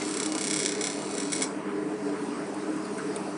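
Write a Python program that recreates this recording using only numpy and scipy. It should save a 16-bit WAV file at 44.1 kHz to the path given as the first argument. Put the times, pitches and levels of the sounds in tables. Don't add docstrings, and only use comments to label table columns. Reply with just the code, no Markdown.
import sys
import numpy as np
from scipy import signal
from scipy.fft import rfft, irfft, next_fast_len
from scipy.io import wavfile
from scipy.ndimage import uniform_filter1d

SR = 44100
rng = np.random.default_rng(int(sys.argv[2]) if len(sys.argv) > 2 else 0)


def how_loud(loudness_db):
    steps = np.asarray(loudness_db, float) / 20
    return 10 ** steps


def file_out(sig):
    cols = np.atleast_2d(sig).T
    lim = np.clip(cols, -1, 1)
    pcm = np.round(lim * 32767).astype(np.int16)
    wavfile.write(sys.argv[1], SR, pcm)


N = 148617

# frequency in Hz, density in dB per Hz.
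FAN_COLOUR = [(35, -65), (80, -25), (130, -22), (250, -6), (550, -14), (1300, -18), (2200, -25.5),
              (3200, -36.5), (6000, -65)]
# frequency in Hz, width in Hz, level in dB.
DUCT_MODES = [(165.8, 22, -11), (288.2, 36, -4.5), (295.1, 14.8, -3), (310.3, 13, -1.5), (405.2, 19, -3.5),
              (426.4, 33.4, -3.5), (643.8, 25, -12), (996, 15, -17)]
# frequency in Hz, rms level in dB.
HUM_LINES = [(100, -58.5), (200, -45), (969, -59), (1933, -65), (3865, -74), (5798, -71), (7685, -66),
             (8780, -73)]
# frequency in Hz, density in dB per Hz.
HISS_COLOUR = [(1500, -16), (2500, -3.5), (3600, -10), (4600, -4), (5500, -5.5), (7000, -9), (8900, -3.5),
               (9800, -8.5), (11000, 1.5)]
# time in seconds, level in dB.
HISS_RIDE = [
    (0, -41),
    (1.5, -49),
    (1.62, -54),
    (1.8, -53),
    (2.0, -49),
    (2.2, -47.5),
    (2.5, -48.5),
    (2.7, -47.5),
    (3.1, -45),
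    (3.37, -48),
]
# frequency in Hz, side level relative to mid in dB.
AIR_WIDTH = [(40, -14), (150, -24), (350, -27), (700, -21), (1500, -21), (2600, -28), (4000, -36)]
# start in seconds, level in dB, pitch in Hz, T60 in seconds.
METAL_TICKS = [(.012, -19, 2096, 0.14), (1.442, -26.5, 5630, 0.14), (2.093, -42, 7700, .03),
               (2.394, -33, 8940, 0.034), (2.465, -33, 9200, .03), (2.541, -25.5, 9300, 0.033),
               (2.579, -44, 9700, .03), (2.608, -40, 8440, .03), (2.755, -44, 1350, 0.051),
               (2.758, -31, 9150, 0.036), (2.85, -32, 4500, .05), (2.85, -29, 9670, 0.04),
               (2.977, -27.5, 8720, 0.055), (2.981, -16, 1507, .12), (2.99, -26, 1940, 0.086),
               (3.0, -41, 4540, .06), (3.16, -17, 8710, 0.03), (3.16, -23.5, 3700, 0.03),
               (3.16, -23.5, 2240, 0.04)]
# frequency in Hz, level in dB.
SCANNER_WHINE = [(2500, -57), (2900, -59), (3300, -62), (3900, -58), (4100, -58), (4500, -55.5),
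                 (5000, -60), (5700, -57), (6100, -62), (7900, -57)]
# frequency in Hz, level in dB.
CRACK_COLOUR = [(250, -30), (700, 1), (2200, 0), (3200, -2), (6000, -1), (8200, 3), (9800, 0), (11200, -30)]
# frequency in Hz, level in dB.
RING_COLOUR = [(300, -61), (1200, -6), (2250, -12.5), (2700, -15.5), (5300, -8.5), (6600, -10), (8400, 1),
               (9900, -10)]
# delay in seconds, spread in seconds, level in dB.
RIB_ECHOES = [
    (.0005, .0003, -5),
    (.0023, .0006, 0),
    (.0046, .0005, -5),
    (.008, .002, -13),
]
# frequency in Hz, level in dB, T60 in seconds.
SHELL_MODES = [(2210, -11, .03), (2900, -16, .04), (3290, -14, .03), (4100, -17, .05), (4500, -16, .05),
               (5050, -14, .03), (5650, -11, .05), (7280, -11, .04), (7880, -9, .04), (8310, -10, .04),
               (8780, -11, .04), (9200, -12, .04), (9700, -15, .04)]
# time in seconds, first crack in dB, second crack in dB, ringing in dB.
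DIRT_A = [(0.0, -30, -28, -40), (0.09, -21, -36, -36), (0.24, -35, -31, -44), (0.36, -32, -29, -41),
          (0.39, -22, -23, -36), (0.45, -20, -15, -33), (0.51, -9, -17, -26), (0.54, -10, -19, -27),
          (0.57, -16, -23, -30), (0.6, -14, -21, -26), (0.63, -15, -21, -28), (0.66, -4, -8, -26),
          (0.69, -17, -20, -27), (0.72, -17, -15, -30), (0.78, -26, -22, -41), (0.81, -15, -13, -27),
          (0.84, -10, -15, -26), (0.87, -11, -16, -27), (0.96, -25, -26, -44), (1.02, -23, -26, -38),
          (1.08, -30, -34, -44), (1.11, -24, -27, -36), (1.17, -28, -25, -37), (1.2, -20, -18, -30),
          (1.23, -35, -25, -33), (1.29, -42, -34, -47), (1.32, -29, -13, -27), (1.35, -31, -20, -31),
          (1.41, -28, -14, -36), (1.44, -15, -25, -31)]
DIRT_B = [(0.01, -33, -33, -50), (0.07, -32, -35, -38), (0.1, -37, -25, -40), (0.22, -30, -22, -50),
          (0.25, -37, -19, -37), (0.31, -45, -38, -50), (0.37, -43, -30, -50), (0.4, -36, -22, -50),
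          (0.43, -27, -17, -36), (0.46, -31, -19, -50), (0.49, -32, -27, -50), (0.55, -24, -18, -50),
          (0.58, -26, -16, -35), (0.61, -26, -15, -31), (0.64, -20, -19, -44), (0.67, -26, -20, -40),
          (0.76, -31, -27, -50), (0.79, -26, -31, -43), (0.82, -17, -22, -31), (0.85, -16, -21, -31),
          (0.88, -25, -26, -36), (0.94, -33, -24, -40), (1.03, -37, -34, -43), (1.12, -31, -26, -41),
          (1.18, -19, -20, -30), (1.24, -35, -32, -46), (1.3, -35, -23, -38), (1.33, -16, -11, -23),
          (1.39, -33, -19, -35), (1.42, -9, -15, -21)]
DIRT_C = [(0.02, -18, -20, -37), (0.08, -20, -25, -35), (0.17, -14, -20, -29), (0.2, -10, -12, -27),
          (0.26, -13, -17, -27), (0.29, -29, -22, -40), (0.32, -33, -14, -33), (0.41, -28, -12, -27),
          (0.5, -23, -12, -28), (0.53, -25, -12, -25), (0.56, -29, -17, -25), (0.59, -28, -11, -27),
          (0.62, -24, -14, -34), (0.65, -27, -9, -33), (0.68, -33, -15, -36), (0.71, -36, -19, -45),
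          (0.77, -39, -25, -50), (0.83, -28, -25, -50), (0.86, -37, -15, -41), (0.89, -34, -23, -50),
          (0.92, -34, -21, -44), (0.95, -37, -28, -50), (1.07, -34, -35, -41), (1.19, -36, -27, -50),
          (1.22, -43, -24, -37), (1.25, -37, -23, -36), (1.31, -35, -26, -50), (1.34, -29, -31, -35),
          (1.4, -36, -20, -38), (1.43, -20, -14, -27)]
# frequency in Hz, gain in dB.
MIC_RESPONSE = [(20, -14), (90, -8), (140, 0), (9800, 0), (10400, -12), (11000, -30), (12000, -50)]

SWEEP_HZ, FIRST_S, TWIN_S = 100.0057, .00082, .00053
STOP_S = 1.445
CRACK_DB, SCATTER_DB, REBOUND = 0., .8, .5
RING_DB, SHELL_DB = 22, -22.5
SIZZLE_DB, SIZZLE_S = -7., .003
ROOM_DB, ROOM_T60_S = -10.5, 0.25
FAN_DB, DUCT_DB = -37.5, -34
TICK_RISE_S = .004
LASER_SIDE_DB, RIGHT_DB = -19., .5
KEEP_SIDE_DB, TOP_MUTE_HZ, TOP_MUTE_DB = -20., 10150, -79.


def level(x, db):
    return x * how_loud(db) / np.sqrt(np.mean(x ** 2))


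def colour(x, points):
    point_hz, point_db = np.array(points, float).T
    n = next_fast_len(x.shape[-1], real=True)
    hz = np.maximum(np.arange(n // 2 + 1) * SR / n, 1)
    gain = how_loud(np.interp(np.log(hz), np.log(point_hz), point_db))
    return irfft(rfft(x, n) * gain, n)[..., :x.shape[-1]]


def band(x, hz, width):
    return signal.lfilter(*signal.iirpeak(hz, hz / width, SR), x)


def ring(hz, t60, size):
    t = np.arange(size) / SR
    return np.sin(2 * np.pi * hz * t) * np.exp(-np.log(1000) * t / t60)


def walk(rate):
    hold = int(SR / rate)
    steps = np.repeat(rng.standard_normal(N // 400), hold)[:N]
    return 1.85 * uniform_filter1d(uniform_filter1d(steps, hold), hold)


def train(times, sizes):
    out, at = np.zeros(N), times * SR
    for k in range(-4, 6):
        i = at.astype(int) + k
        share = np.sinc(i - at) * np.cos(np.pi * (i - at) / 12) ** 2
        np.add.at(out, np.maximum(i, 0), sizes * share)
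    return out


def patchy(points, slow_db, quick_db, low_hz, per_octave, count):
    n = next_fast_len(N, real=True)
    spec = rfft(colour(rng.standard_normal(n), points))
    out, shared = 0, walk(3)
    octave = np.log2(np.maximum(np.arange(len(spec)), 1) * SR / n / low_hz)
    for k in range(count):
        shared = .8 * shared + .6 * walk(3)
        window = np.clip(1 - np.abs(per_octave * octave - k), 0, 1)
        part = irfft(spec * window, n)[:N]
        out = out + part * how_loud(slow_db * shared + quick_db * walk(22))
    return level(out, 0)


def fan():
    t = np.arange(N) / SR
    roar = patchy(FAN_COLOUR, slow_db=.7, quick_db=1.8, low_hz=60, per_octave=2, count=16) * how_loud(FAN_DB)
    duct = np.zeros(N)
    for hz, width, db in DUCT_MODES:
        mode = band(band(rng.standard_normal(N), hz, width), hz, 1.67 * width)
        duct += level(mode, db) * how_loud(2.5 * walk(8))
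    hum = np.zeros(N)
    for k, (hz, db) in enumerate(HUM_LINES):
        hum += 2 ** .5 * how_loud(db + 0.5 * walk(1.2)) * np.sin(2 * np.pi * hz * t + k)
    hiss = patchy(HISS_COLOUR, slow_db=.2, quick_db=1.6, low_hz=1400, per_octave=10, count=31)
    hiss = hiss * how_loud(np.interp(t, *np.array(HISS_RIDE).T))
    return roar + level(duct, DUCT_DB) + hum + hiss


def room(x):
    t = np.arange(SR // 2) / SR
    tails = rng.standard_normal((2, len(t))) * np.exp(-np.log(1000) * t / ROOM_T60_S) * (t > .006)
    wet = [signal.fftconvolve(x, tail / np.sqrt(np.sum(tail ** 2)))[:N] for tail in tails]
    return np.array(wet) * how_loud(ROOM_DB)


def ticks():
    size = 8192
    out = np.zeros(N + size)
    rise = np.minimum(np.arange(size) / (SR * TICK_RISE_S), 1)
    for s, db, hz, t60 in METAL_TICKS:
        tone = ring(hz, t60, size)
        rough = rng.standard_normal(size) * tone
        rough = band(band(rough, hz, hz * .3), hz, hz * .3)
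        start = int(s * SR)
        out[start:start + size] += how_loud(db) * (1.3 * rough + .15 * tone) * rise
    return out[:N]


def scanner():
    t = np.arange(N) / SR
    whine = sum(how_loud(db + 2.2 * walk(12)) * np.sin(2 * np.pi * hz * t) for hz, db in SCANNER_WHINE)
    return whine * np.clip((STOP_S - t) / 0.029, 0, 1)


def housing():
    t = np.arange(3000) / SR
    shape = sum(how_loud(db) * np.exp(-.5 * ((t - s) / spread) ** 2) for s, spread, db in RIB_ECHOES)
    echo = colour(shape * rng.standard_normal(len(t)), RING_COLOUR)
    modes = np.zeros(len(t))
    for hz, db, t60 in SHELL_MODES:
        loud, detune = rng.standard_normal(2)
        modes += how_loud(db + 3. * loud + SHELL_DB) * ring(hz * (1 + .006 * detune), t60, len(t))
    return echo / np.sqrt(np.sum(echo ** 2)) + modes


def crack():
    click = colour(np.roll(np.eye(1, 256)[0], 128), CRACK_COLOUR)
    click = REBOUND * np.roll(click, 4) - click
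    return click / np.abs(click).max()


def laser():
    out, click = np.zeros(N), crack()
    sweep = np.arange(int(STOP_S * SWEEP_HZ) + 1)
    sizzle_shape = np.exp(-np.abs(np.arange(-800, 801)) / (SR * SIZZLE_S))
    for k, dirt in enumerate((DIRT_A, DIRT_B, DIRT_C)):
        when, first_db, second_db, ring_db = np.array(dirt, float).T
        s = sweep[k::3] / SWEEP_HZ
        first_s, second_s = s + FIRST_S, s + FIRST_S + TWIN_S
        luck = rng.standard_normal((2, len(s)))
        first = how_loud(np.interp(s, when, first_db) + SCATTER_DB * luck[0])
        second = how_loud(np.interp(s, when, second_db) + SCATTER_DB * luck[1])
        hits = train(first_s, first) + train(second_s, second)
        out += how_loud(CRACK_DB) * signal.fftconvolve(hits, click)[128:N + 128]

        push, both = how_loud(np.interp(s, when, ring_db)), np.hypot(first, second)
        rung = train(first_s, push * first / both) + train(second_s, push * second / both)
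        for spot in range(7):
            share = np.cos(np.pi / 2 * np.clip(np.arange(N) / SR * 4 - spot, -1, 1))
            out += how_loud(RING_DB) * signal.fftconvolve(rung * share, housing())[:N]

        sizzle = signal.fftconvolve(train(second_s, push), sizzle_shape, "same")
        out += sizzle * level(colour(rng.standard_normal(N), RING_COLOUR), SIZZLE_DB)
    return out


def scene():
    beam = laser() + scanner()
    wet, air = room(beam), fan()
    air_side = colour(np.roll(air, N // 2), AIR_WIDTH)
    laser_side = how_loud(LASER_SIDE_DB + 3. * walk(25)) * (np.roll(beam, 90) + wet[1])
    ears = np.array([[1], [-1]])
    direct = beam * how_loud(-ears * RIGHT_DB / 2)
    return direct + wet[0] + air + ticks() + (air_side + laser_side) * ears


def band_limit(x):
    return signal.sosfilt(signal.butter(12, 11900, fs=SR, output="sos"), x)


def record(dry):
    x = colour(np.pad(dry, ((0, 0), (0, 4096))), MIC_RESPONSE)
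    mid_side = np.array([x[0] + x[1], x[0] - x[1]]) / 2
    hz, _, z = signal.stft(mid_side, SR, nperseg=2048)
    edge = np.cumsum(np.minimum(np.arange(90) + 2, 14))
    edge = edge[edge < len(hz)] - edge[0]
    power = np.add.reduceat(np.abs(z) ** 2, edge, axis=1)
    power = np.repeat(power, np.diff(edge, append=len(hz)), axis=1)
    z[1] *= power[1] > power[0] * how_loud(2 * KEEP_SIDE_DB)
    z *= (power[0] > how_loud(2 * TOP_MUTE_DB)) | (hz[:, None] < TOP_MUTE_HZ)
    mid, side = signal.istft(z, SR)[1][:, :N]
    return band_limit(np.array([mid + side, mid - side]))


dry = scene()
out = record(dry)
file_out(out)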